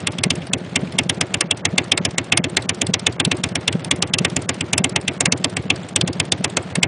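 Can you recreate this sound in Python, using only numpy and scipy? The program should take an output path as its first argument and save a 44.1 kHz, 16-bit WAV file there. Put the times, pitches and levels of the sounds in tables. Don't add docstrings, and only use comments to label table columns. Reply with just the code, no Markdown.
import sys
import numpy as np
from scipy import signal
from scipy.fft import rfft, irfft
from scipy.io import wavfile
from scipy.ndimage import uniform_filter1d

SR = 44100
rng = np.random.default_rng(int(sys.argv[2]) if len(sys.argv) > 2 else 0)


def amplitude_ratio(level_db):
    exponent = np.asarray(level_db, float) / 20
    return 10 ** exponent


def put_to_file(sound):
    columns = np.atleast_2d(sound).T
    safe = np.clip(columns, -1, 1)
    whole_steps = np.round(safe * 32767)
    wavfile.write(sys.argv[1], SR, whole_steps.astype(np.int16))


N = 302967

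# start_s, crack_db, treble_share_db, third_mode_db
NEAR_CHARGES = [(0.535, -12, -4, -25.5), (0.988, -11, -2, -25.5), (1.654, -10.5, -2.5, -32),
                (1.782, -11, -2.5, -30), (1.92, -11.5, -2.5, -30), (2.324, -10, -5, -27.5),
                (2.57, -8.5, -6.5, -34), (2.694, -13, -4, -29.5), (2.94, -11.5, -1.5, -32.5),
                (3.068, -11.5, 0, -30.5), (3.201, -11, -5.5, -27.5), (3.317, -12.5, -6.5, -24),
                (3.439, -11.5, -5.5, -29.5), (3.68, -13.5, -2, -29), (3.913, -11.5, -2, -27),
                (4.025, -10.5, -2, -29.5), (4.25, -12, -3.5, -29.5), (4.733, -11.5, -0.5, -27),
                (4.844, -10, -6.5, -24.5), (4.962, -10.5, -5, -31), (5.208, -11, -0.5, -29.5),
                (5.445, -12.5, -1.5, -28), (5.704, -11, -6.5, -27.5), (6.201, -13, -2, -30),
                (6.322, -10, -2.5, -35), (6.571, -10.5, -3.5, -31.5), (6.832, -11.5, 0, -31)]
# start_s, crack_db, treble_share_db, third_mode_db
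MORE_NEAR_CHARGES = [(0.072, -15, -0.5, -28), (0.186, -23.5, -3, -30.5), (0.306, -13, 1, -27),
                     (0.76, -11.5, -1, -26.5), (1.097, -12.5, -3, -30), (1.212, -11, -3.5, -30),
                     (1.343, -14, -2.5, -32), (1.512, -13, -5, -32.5), (2.053, -11, -1.5, -32.5),
                     (2.183, -13.5, -4, -28.5), (2.443, -13.5, -9, -24), (2.817, -11.5, -4, -29),
                     (3.556, -15.5, -3.5, -27.5), (4.139, -13.5, -0.5, -29), (4.366, -13.5, -5, -27.5),
                     (4.493, -12, -4, -30), (4.61, -19.5, -3, -26), (5.081, -15, -3, -27),
                     (5.324, -12, 0, -27.5), (5.569, -16, -7, -30), (5.962, -13.5, 0.5, -26.5),
                     (6.078, -15, -6.5, -25.5), (6.445, -11, -2.5, -31)]
# crack_db, treble_share_db, first_mode_db, third_mode_db
MISSED_CHARGE = (-38, -9, -39, -38)
# start_s, crack_db, boom_delay_ms, boom_db
LIT_CHARGES = [(0.238, -14, 28.5, -12), (0.811, -46, 23, -15), (1.41, -13, 35, -24), (1.72, -52, 18.4, -17),
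               (1.977, -15, 30, -17), (2.375, -10, 24.5, -13.5), (2.869, -26.5, 28, -12.5),
               (3.251, -16, 26, -11.5), (3.728, -26.5, 26, -11), (4.187, -15.5, 24.6, -12),
               (4.781, -14.5, 26, -11.5), (5.258, -10.5, 25, -13.5), (5.626, -44.5, 34, -21),
               (6.013, -16.5, 26, -10.5), (6.383, -47, 24.7, -18), (6.756, -16.5, 28.6, -13)]
# pitch_hz, density_db (dB per Hz)
NEAR_CRACK_COLOUR = [(180, -46), (300, -8.5), (760, -9), (1310, -14.5), (2630, -0.5), (3290, 0.5),
                     (4240, -7.5), (4840, -6.5), (6720, -5), (7460, -2), (9750, -8), (10500, -26),
                     (13600, -67), (22000, -120)]
# pitch_hz, density_db (dB per Hz)
FAR_CRACK_COLOUR = [(180, -41.5), (300, -6), (622, -7), (1300, -11), (2040, -5.5), (2630, -2), (3990, -1),
                    (5070, -4), (6520, -9), (8530, -2), (9890, -4), (10500, -42), (13600, -59),
                    (22000, -120)]
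# pitch_hz, width_hz, level_db
MOUTH_MODES = [(1140, 33, -1.5), (2143, 67, -1.5), (2687, 70, -4.5), (3523, 253, -3), (5320, 210, -13.5)]
# pitch_hz, first_fall_db_per_ms, echo_db, echo_fall_db_per_ms
CRACK_FADE = [(500, 0.6, -10, 0.1), (2300, 1.5, -10.5, 0.6), (6040, 2.5, -15, 5.5), (8300, 3.5, -21.5, 3.5)]
# after_crack_ms, first_mode_hz, first_db, third_mode_hz, third_db
NEAR_PIPE_STROKE = [
    (-3, 128, -20, 194, -13.5),
    (3, 158, 8, 196, -5),
    (9.5, 81, -6, 242, 1),
    (22, 84, -3, 278.3, 0.5),
    (29.5, 122, 5.5, 327, -1.5),
    (36, 144, -2, 365.5, -1),
    (38.5, 118, -21.5, 378, -8),
    (67.5, 115, -16, 345, -15),
    (108, 117.5, -41.5, 350, -25),
]
# from_boom_top_ms, pitch_hz, level_db
FAR_PIPE_STROKE = [
    (-32, 91, -22.5),
    (-16, 100, -17.5),
    (-8.5, 140.5, -7.5),
    (1, 185, -0.5),
    (4.5, 225.5, -1.5),
    (9, 178, -13),
    (28.5, 169, -10.5),
    (45.5, 160, -13),
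    (67.5, 94, -47),
]
# multiple, level_db
BOOM_OVERTONES = [(2, -12), (3, -15)]
# pitch_hz, density_db (dB per Hz)
CLATTER_COLOUR = [(24, -65), (40, -40.5), (70, -19.5), (110, -7), (214, -13.5), (384, -16), (611, -15.5),
                  (997, -23), (2050, -26), (2650, -29), (3350, -30), (5730, -39), (9350, -44),
                  (10500, -62.5), (13600, -99)]


def evened(x):
    return x / np.sqrt(np.mean(x ** 2) + 1e-20)


def read(points, hz):
    f, *values = np.transpose(points)
    return [np.interp(np.log(hz + 1), np.log(f + 1), v) for v in values]


def add(mix, s, sound):
    at = int(round(s * SR))
    sound = sound[max(-at, 0):]
    part = mix[max(at, 0):][:len(sound)]
    part += sound[:len(part)]


def coloured(x, points):
    gain_db = read(points, np.fft.rfftfreq(len(x), 1 / SR))[0]
    return irfft(rfft(x) * amplitude_ratio(gain_db), len(x))


def wobble(count, size):
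    return evened(uniform_filter1d(uniform_filter1d(rng.standard_normal(count), size), size))


def near_strokes(first_boom_db=-29.5, more_boom_db=-29.5, miss_gap_s=0.2):
    rows = [(s, crack, treble, first_boom_db, third) for s, crack, treble, third in NEAR_CHARGES]
    rows += [(s, crack, treble, more_boom_db, third) for s, crack, treble, third in MORE_NEAR_CHARGES]
    rows = sorted(rows)
    missed = [((a[0] + b[0]) / 2, *MISSED_CHARGE) for a, b in zip(rows, rows[1:]) if b[0] - a[0] > miss_gap_s]
    return sorted(rows + missed)


def far_strokes(near, scatter_db=3.0, cycle_ms=120.0):
    lag_share = 0.436
    starts = np.array([row[0] for row in near])
    starts = np.append(starts[0] - cycle_ms / 1e3, starts)
    rows, unlit = [], 1
    chances = scatter_db * rng.standard_normal((len(near), 2))
    for a, b, chance in zip(starts, starts[1:], chances):
        lit = [(s, crack, -0.26, delay, boom) for s, crack, delay, boom in LIT_CHARGES if a < s < b]
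        slow_ms = (b - a) * 1e3 - cycle_ms
        crack_db = -36.5 - 3 * unlit + chance[0]
        delay_ms = 28.5 + 1.8 * unlit + 0.26 * slow_ms
        boom_db = -23.2 - 1.65 * unlit - 0.3548 * slow_ms + 0.38 * chance[1]
        rows += lit or [(a + lag_share * (b - a), crack_db, 2, delay_ms, boom_db)]
        unlit = 0 if lit else unlit + 1
    return rows


def cracks(rows, colour, rise_db_ms, scatter_db):
    soft_db = -16
    hz = np.fft.rfftfreq(128, 1 / SR)
    ms = (np.arange(90) - 14) * 32e3 / SR
    fall, echo_db, echo_fall = (v[:, None] for v in read(CRACK_FADE, hz))
    after = np.maximum(ms, 0)
    shape = amplitude_ratio(-fall * after) + amplitude_ratio(echo_db - echo_fall * after)
    shape = shape * amplitude_ratio(rise_db_ms * np.minimum(ms, 0))
    treble = np.clip((hz[:, None] - 3800) / 1400, 0, 1)
    wide = np.fft.rfftfreq(4096, 1 / SR)
    mouth = 1 + sum(amplitude_ratio(db) / (1 + (2 * (wide - f) / w) ** 2) for f, w, db in MOUTH_MODES)
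    mouth = mouth * amplitude_ratio(read(colour, wide)[0])
    mouth = mouth / np.sqrt(np.mean(mouth[140:420] ** 2))
    out = np.zeros(N)
    for s, db, treble_db, *_ in rows:
        a, b = rng.standard_normal((2, 90, 65)).transpose(0, 2, 1)
        uneven = amplitude_ratio(scatter_db * wobble(count=65, size=3) * np.clip(hz / 2000, 0.2, 1))[:, None]
        sharpness = np.clip(1.5 + (db - soft_db) / 30, 0.55, 1)
        z = (a + 1j * b) * shape ** sharpness * uneven
        z = z * amplitude_ratio(db + (treble_db + 3.5) * treble)
        burst = signal.istft(z, nperseg=128, noverlap=96)[1]
        burst = irfft(rfft(np.pad(burst, (300, 0)), 4096) * mouth)
        add(out, s - (14 * 32 + 300) / SR, burst)
    return out


def near_pipe(rows, fifth_db=-15, rough_db=3.0, drift=0.024):
    ms, *columns = np.transpose(NEAR_PIPE_STROKE)
    t = np.arange(ms[0], ms[-1], 1e3 / SR)
    first_hz, first, third_hz, third = (np.interp(t, ms, c) for c in columns)
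    modes_hz = (first_hz, third_hz, third_hz * 5 / 3)
    out = np.zeros(N)
    for s, _, _, first_db, third_db in rows:
        bend = 1 + drift * wobble(count=len(t), size=400)
        levels = (first + first_db, third + third_db, third + third_db + fifth_db)
        for f, db in zip(modes_hz, levels):
            flutter = rough_db * wobble(count=len(t), size=120)
            turn = 2 * np.pi * np.cumsum(f * bend) / SR
            wave = np.sin(turn + rng.normal(0, 0.76))
            add(out, s + ms[0] / 1e3, np.sqrt(2) * amplitude_ratio(db + flutter) * wave)
    return out


def far_pipe(rows, rough_db=1.0, drift=0.042, ring_share=0.73):
    ms, *columns = np.transpose(FAR_PIPE_STROKE)
    t = np.arange(ms[0], ms[-1], 1e3 / SR)
    hz, level = (np.interp(t, ms, c) for c in columns)
    out = np.zeros(N)
    for s, _, _, delay_ms, db in rows:
        bend = 1 + drift * wobble(count=len(t), size=400)
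        turn = 2 * np.pi * np.cumsum(hz * bend) / SR
        turn = turn - np.interp(0, t, turn)
        level_db = db + level - ring_share * (db + 20.0) * np.clip(t / 11, 0, 1)
        level_db = level_db + rough_db * wobble(count=len(t), size=200)
        overtones = sum(amplitude_ratio(o + 0.5 * level) * np.cos(k * turn) for k, o in BOOM_OVERTONES)
        wave = np.cos(turn) + overtones
        add(out, s + (delay_ms + ms[0]) / 1e3, np.sqrt(2) * amplitude_ratio(level_db) * wave)
    return out


def clatter(rows, flicker_db=2.0, stroke_db=2.5, stroke_ms=20, swell_db=1.0):
    strokes = np.zeros(N)
    t = np.arange(3000) * 1e3 / SR
    for s, *_ in rows:
        add(strokes, s, t / stroke_ms * np.exp(1 - t / stroke_ms))
    noise = rng.standard_normal(N)
    flicker = flicker_db * wobble(count=N, size=150)
    swell = swell_db * wobble(count=N, size=1200)
    noise = noise * amplitude_ratio(stroke_db * strokes + flicker + swell)
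    return amplitude_ratio(-34.5) * evened(coloured(noise, CLATTER_COLOUR))


def scene():
    near = near_strokes()
    far = far_strokes(near)
    bursts = amplitude_ratio(-7) * cracks(near, NEAR_CRACK_COLOUR, rise_db_ms=6.0, scatter_db=2.76)
    bursts = bursts + amplitude_ratio(-8.0) * cracks(far, FAR_CRACK_COLOUR, rise_db_ms=6.7, scatter_db=3.0)
    return (bursts + near_pipe(near) + far_pipe(far) + clatter(near + far))[None]


def lose_faint_treble(x, blocky_db=3.0):
    block_s, early_s = 0.036, 0.002
    range_db, tilt_db_khz = 26.5, 0.38
    carry_db, lead_db = 21.5, 23.0
    loud_db, slope = -39.5, 1.026
    sparse_sigma, sparse_hz, quiet_db = 1.0, 4780, -57.5
    edge_hz = 10120
    hz, t, z = signal.stft(x, SR, nperseg=256, noverlap=192)
    t = t + early_s
    power = abs(z) ** 2 + 1e-16
    block = (t / block_s).astype(int)
    peak = np.full(block[-1] + 3, -160.0)
    np.maximum.at(peak, block + 1, 10 * np.log10(power[12:52].mean(0)))
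    peak = loud_db + slope * (peak - loud_db)
    late_half = t / block_s % 1 > 0.5
    coming = peak[block + 2] - np.where(late_half, lead_db, 99)
    floor = np.maximum(peak[block + 1], np.maximum(peak[block] - carry_db, coming))
    smooth = uniform_filter1d(uniform_filter1d(power, size=7, axis=0), size=5, axis=1)
    level = 10 * np.log10(smooth + 1e-16)
    patches = rng.standard_normal((4 * len(peak), 33))[(4 * t / block_s).astype(int)]
    patches = patches.repeat(4, axis=1)[:, :len(hz)].T
    pitch = hz[:, None]
    under = blocky_db * patches + floor - range_db + tilt_db_khz * pitch / 1e3 - level
    sparse = (patches > sparse_sigma) & (pitch > sparse_hz) & (level < quiet_db)
    under = np.where(sparse, 2, under)
    masked = np.clip(under / 2, 0, 1) * (pitch > 1800)
    lost = np.maximum(masked, np.clip((pitch - edge_hz) / 500, 0, 1))
    return signal.istft(z * amplitude_ratio(-70 * lost), SR, nperseg=256, noverlap=192)[1][:N]


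def roll_off(x):
    return signal.sosfilt(signal.butter(12, 10840, fs=SR, output="sos"), x)


def record(dry):
    bass_cut = signal.butter(4, 66, "high", fs=SR, output="sos")
    x = signal.sosfilt(bass_cut, dry[0])
    x = lose_faint_treble(np.clip(x, -0.82, 0.82))
    return roll_off(np.clip(x, -1, 1)[None])


dry = scene()
out = record(dry)
put_to_file(out)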